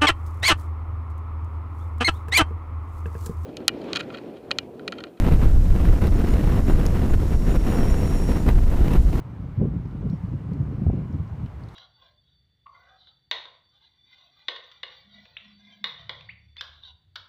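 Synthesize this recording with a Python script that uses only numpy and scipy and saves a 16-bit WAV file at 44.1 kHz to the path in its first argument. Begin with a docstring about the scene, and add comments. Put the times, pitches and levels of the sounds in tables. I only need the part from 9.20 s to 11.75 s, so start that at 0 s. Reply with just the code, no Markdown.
"""A low, gusting rumble of wind on the microphone, on a lakeshore. The turbulent airflow grows
louder and brighter as it quickens, and single eddies strike as short, dull buffets.
Behind it lies the even wash of distant wind and rippled water, with a fine rustle over it.
A few tiny dry ticks sound close by, one of them trailed by a faint, thin whistle."""
import sys
import numpy as np
from scipy import signal
from scipy.io import wavfile
from scipy.ndimage import uniform_filter1d

SR = 44100
rng = np.random.default_rng(int(sys.argv[2]) if len(sys.argv) > 2 else 0)


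def wav_out(sig):
    """Save sig, one row per channel (or a flat mono array), as 16-bit PCM at SR to the path in sys.argv[1]."""
    wavfile.write(sys.argv[1], SR, np.round(np.clip(np.atleast_2d(sig).T, -1, 1) * 32767).astype(np.int16))


N = 112454
TIME = np.arange(N) / SR


def from_db(db):
    """Amplitude ratio of a level in decibels."""
    return 10 ** (np.asarray(db) / 20)


def unit_power(x):
    """Normalisation to a mean square of one."""
    return x / np.sqrt(np.mean(x ** 2) + 1e-20)


def evened(x, span_s):
    """Division by the running rms holds the power near one."""
    size = int(span_s * SR)
    power = uniform_filter1d(uniform_filter1d(x ** 2, size), size)
    return x / np.sqrt(np.abs(power) + 1e-12)


def in_time(rows):
    """Linear interpolation of (seconds, value) rows at every sample."""
    return np.interp(TIME, *np.transpose(rows))


def band_noise(low_hz, high_hz, order=2):
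    """Band-limited noise of unit power, taken after the filter has settled."""
    sos = signal.butter(order, [low_hz, high_hz], "band", fs=SR, output="sos")
    return unit_power(signal.sosfilt(sos, rng.standard_normal(N + SR // 4))[-N:])


def drift(corner_hz):
    """Slow random modulation: noise through a two-pole low-pass, at unit power."""
    pole = np.exp(-2 * np.pi * corner_hz / SR)
    slow = signal.lfilter([1], [1, -2 * pole, pole * pole], rng.standard_normal(N + SR))
    return unit_power(slow[SR:])


def noise_bands(spectrum, count):
    """Incoherent powers add: a spectrum as (centre Hz, noise) bands of unit total power."""
    hz, db = np.transpose(spectrum)
    edges = np.geomspace(hz[0], hz[-1], count + 1)
    centres = np.sqrt(edges[1:] * edges[:-1])
    shares = from_db(np.interp(np.log(centres), np.log(hz), db)) * np.sqrt(np.diff(edges))
    shares /= np.linalg.norm(shares)
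    return [(centre, share * band_noise(low, high, order=3))
            for centre, share, low, high in zip(centres, shares, edges, edges[1:])]


def burst(noise, envelope):
    """Amplitude modulation of noise, scaled to carry the energy of the envelope."""
    shaped = noise * envelope
    return shaped / np.sqrt(np.sum(shaped ** 2) / np.sum(envelope ** 2))


# Spectrum of distant wind and ripples. Each row: frequency in Hz, relative spectral density in dB.
WASH_SPECTRUM = [(150, -2.5), (400, 2), (600, -2), (1000, -0.5), (1400, -5.5), (1800, -12), (2200, -11),
                 (2450, -17.5), (2900, -17.5), (3300, -22), (4000, -24.5), (5000, -29.5), (7000, -34),
                 (9000, -36.5), (11500, -40.5), (15500, -38)]
# Course of the wash. Each row: time in seconds, level in dB.
WASH_LEVELS = [(0, -52.5), (1.0, -52.5), (2.0, -51.5), (2.55, -51.5)]

def wash():
    """Incoherent sources, far wind in trees and small waves, sum to a smooth, barely wavering hiss."""
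    waver_db = 1.1
    hiss = sum(band * from_db(waver_db * drift(corner_hz=9.3))
               for _, band in noise_bands(WASH_SPECTRUM, count=40))
    return from_db(in_time(WASH_LEVELS)) * hiss


# Course of the fine rustle. Each row: time in seconds, level in dB.
RUSTLE_LEVELS = [(0, -83), (.55, -83.5), (.95, -73.5), (1.2, -75), (1.8, -80), (1.95, -77), (2.15, -77),
                 (2.35, -77), (2.49, -73.5), (2.55, -67)]

def rustle():
    """Shot noise: dense random impulses of uneven size merge into a faint, grainy hiss."""
    grains_per_s, spread_db, band_hz = 2500, 2.5, [2310, 4700]
    clicks = (rng.random(N) < grains_per_s / SR) * rng.choice([-1, 1], N)
    sizes = from_db(spread_db * np.minimum(rng.exponential(1, N), 5))
    grains = signal.sosfilt(signal.butter(1, band_hz, "band", fs=SR, output="sos"), clicks * sizes)
    return from_db(in_time(RUSTLE_LEVELS)) * unit_power(grains)


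def whistle():
    """Narrow-band noise is heard as a thin pitch; it follows one tick, its power falling linearly."""
    start_s, length_s, pitch_hz, width_hz, level_db = .912, .07, 5500, 310, -71.5
    progress = (TIME - start_s) / length_s
    fade = (progress > 0) * np.sqrt(np.clip(1 - progress, 0, 1))
    hiss = band_noise(pitch_hz - width_hz / 2, pitch_hz + width_hz / 2)
    return from_db(level_db) * burst(hiss, fade)


# Tiny dry ticks. Each row: start in seconds, approximate peak level in dB, pitch in Hz,
# time to decay by 60 dB in seconds, level of the snap relative to the ring in dB.
TICK_EVENTS = [(.657, -55, 4740, 0.014, -10), (.71, -59, 3780, 0.034, -27),
               (0.8997, -44.5, 4500, 0.011, -13.5), (1.3352, -48.5, 4430, .008, -5),
               (1.926, -57.5, 5400, .025, -9), (2.077, -56, 4800, 0.015, -17),
               (2.2601, -44.5, 3100, 0.02, -25), (2.4367, -47, 4300, .016, -41),
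               (2.487, -47.5, 4020, 0.028, -9), (2.515, -66, 5200, .02, -23)]
# Resonances of a tick. Each row: frequency as a multiple of the pitch, relative level in dB.
TICK_RESONANCES = [(1, 12.5), (1.22, -11.5), (1.8, -7)]

def ticks():
    """Heavy damping broadens a resonance: three noise bands and a broad snap decay exponentially."""
    half_width_hz, crest_factor = 455, 2
    snap = band_noise(low_hz=3000, high_hz=10000, order=1)
    out = np.zeros(N)
    for start_s, peak_db, hz, t60_s, snap_db in TICK_EVENTS:
        decay = (TIME >= start_s) * from_db(-60 * np.clip((TIME - start_s) / t60_s, 0, 2))
        ring = sum(from_db(db) * band_noise(hz * ratio - half_width_hz, hz * ratio + half_width_hz)
                   for ratio, db in TICK_RESONANCES)
        tick = burst(ring, decay) + from_db(snap_db) * burst(snap, decay)
        out += from_db(peak_db) / crest_factor * tick
    return out


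# Spectrum of an eddy breaking up. Each row: frequency in Hz, relative spectral density in dB.
RASP_SPECTRUM = [(270, 2.5), (330, 2), (450, 0.5), (600, -9), (780, -13.5), (950, -23.5), (1150, -39.5)]
# Eddies striking the microphone. Each row: centre in seconds, Gaussian half-width in seconds,
# level of the swell in dB, pitch in Hz, level of the rasp in dB.
EDDIES = [(.392, 0.012, -20, 115, -51), (0.422, 0.016, -17.5, 139.7, -27), (0.457, 0.017, -24.5, 163, -35),
          (0.562, 0.015, -24.5, 150, -46), (0.66, 0.014, -33, 126, -47), (.755, 0.0048, -29, 194, -58),
          (0.839, 0.015, -36.5, 232, -38.5), (0.867, 0.01, -21, 129.5, -37),
          (0.908, 0.0055, -22.5, 128, -53), (0.938, 0.0095, -22, 127.6, -42.5),
          (1.047, 0.0079, -21, 126, -60.5), (1.137, 0.0095, -29, 168, -49), (1.153, 0.0034, -21, 131, -56),
          (1.321, 0.0048, -19.5, 162, -40.5), (1.411, .011, -19.5, 129.6, -54),
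          (1.622, 0.0042, -20, 175, -45.5), (1.669, 0.0068, -15.5, 127, -29.5),
          (1.694, 0.013, -14, 78.3, -51), (1.7007, 0.0026, -21, 191, -26), (1.736, 0.005, -23.5, 223, -44),
          (1.819, 0.0041, -29, 135, -63), (1.95, 0.0076, -21, 111, -48.5), (2.008, 0.0096, -24, 105.3, -50),
          (2.128, .008, -26.5, 102, -70), (2.245, .010, -24, 115.4, -74), (2.382, 0.07, -36, 81, -73)]

def buffets():
    """An eddy is a swell of pressure swings, rasping at its crest as the flow breaks up on the port."""
    edge_ratio, evening_s, rasp_sharpness, bass_limit_hz = 1.417, .013, 2.84, 42
    reference_top_hz, reference_width_s = 616, .012
    broken_flow = sum(band for _, band in noise_bands(RASP_SPECTRUM, count=8))
    out = np.zeros(N)
    for centre_s, half_width_s, swell_db, hz, rasp_db in EDDIES:
        swell = np.exp(-.5 * ((TIME - centre_s) / half_width_s) ** 2)
        swings = evened(band_noise(hz / edge_ratio, hz * edge_ratio, order=3), evening_s)
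        out += from_db(swell_db) * burst(swings, swell)
        # The rasp of a shorter eddy reaches higher.
        top_hz = reference_top_hz * (reference_width_s / half_width_s) ** .45
        rasp = signal.sosfilt(signal.butter(3, top_hz, fs=SR, output="sos"), broken_flow)
        out += from_db(rasp_db) * burst(evened(rasp, evening_s), swell ** rasp_sharpness)
    return signal.sosfilt(signal.butter(3, bass_limit_hz, "high", fs=SR, output="sos"), out)


# Strength of the airflow at the microphone. Each row: time in seconds, level of the rumble in dB.
FLOW_LEVELS = [(0, -35.5), (.14, -35), (.23, -29), (.32, -35.5), (.43, -24), (.52, -26), (.7, -34),
               (.8, -30.5), (.87, -28), (1.0, -35), (1.13, -27.5), (1.2, -34), (1.28, -29), (1.55, -28),
               (1.78, -25), (1.87, -31.5), (2.0, -30), (2.12, -39), (2.24, -27.5), (2.31, -46.5),
               (2.45, -36), (2.55, -46.5)]
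# Turbulence at the reference flow. Each row: frequency in Hz, relative spectral density in dB.
TURBULENCE_SPECTRUM = [(25, -33), (35, -24), (48, 1.5), (70, -0.5), (100, 2), (150, 1.5), (200, -8.5),
                       (270, -12), (350, -19.5), (460, -27), (600, -32), (900, -44.5), (1500, -59)]

def rumble():
    """Turbulent pressure fluctuation: a faster flow is louder and sheds smaller, higher eddies."""
    reference_db, flutter_db = -26.5, 4.5
    pivot_hz, tilt_per_octave = 129, .099   # extra dB per dB of flow, per octave above the pivot
    flow_db = in_time(FLOW_LEVELS)
    excess_db = flow_db - reference_db + flutter_db * drift(corner_hz=22.5)
    air = np.zeros(N)
    for hz, band in noise_bands(TURBULENCE_SPECTRUM, count=18):
        octaves = np.clip(np.log2(hz / pivot_hz), -1, 2)
        air += band * from_db(excess_db * (1 + tilt_per_octave * octaves))
    # Evening keeps the changing brightness and the fastest flutter; the flow sets the level.
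    return from_db(flow_db) * evened(air, span_s=.024)


def scene():
    """Superposition, in one channel, of the wind on the microphone and the sounds of the shore."""
    return (rumble() + buffets() + wash() + rustle() + ticks() + whistle())[None]


def record(dry):
    """Band limiting: a steep elliptic low-pass removes the highest treble."""
    cutoff_hz = 15750
    return signal.sosfilt(signal.ellip(12, .1, 80, cutoff_hz, fs=SR, output="sos"), dry)


dry = scene()
out = record(dry)
wav_out(out)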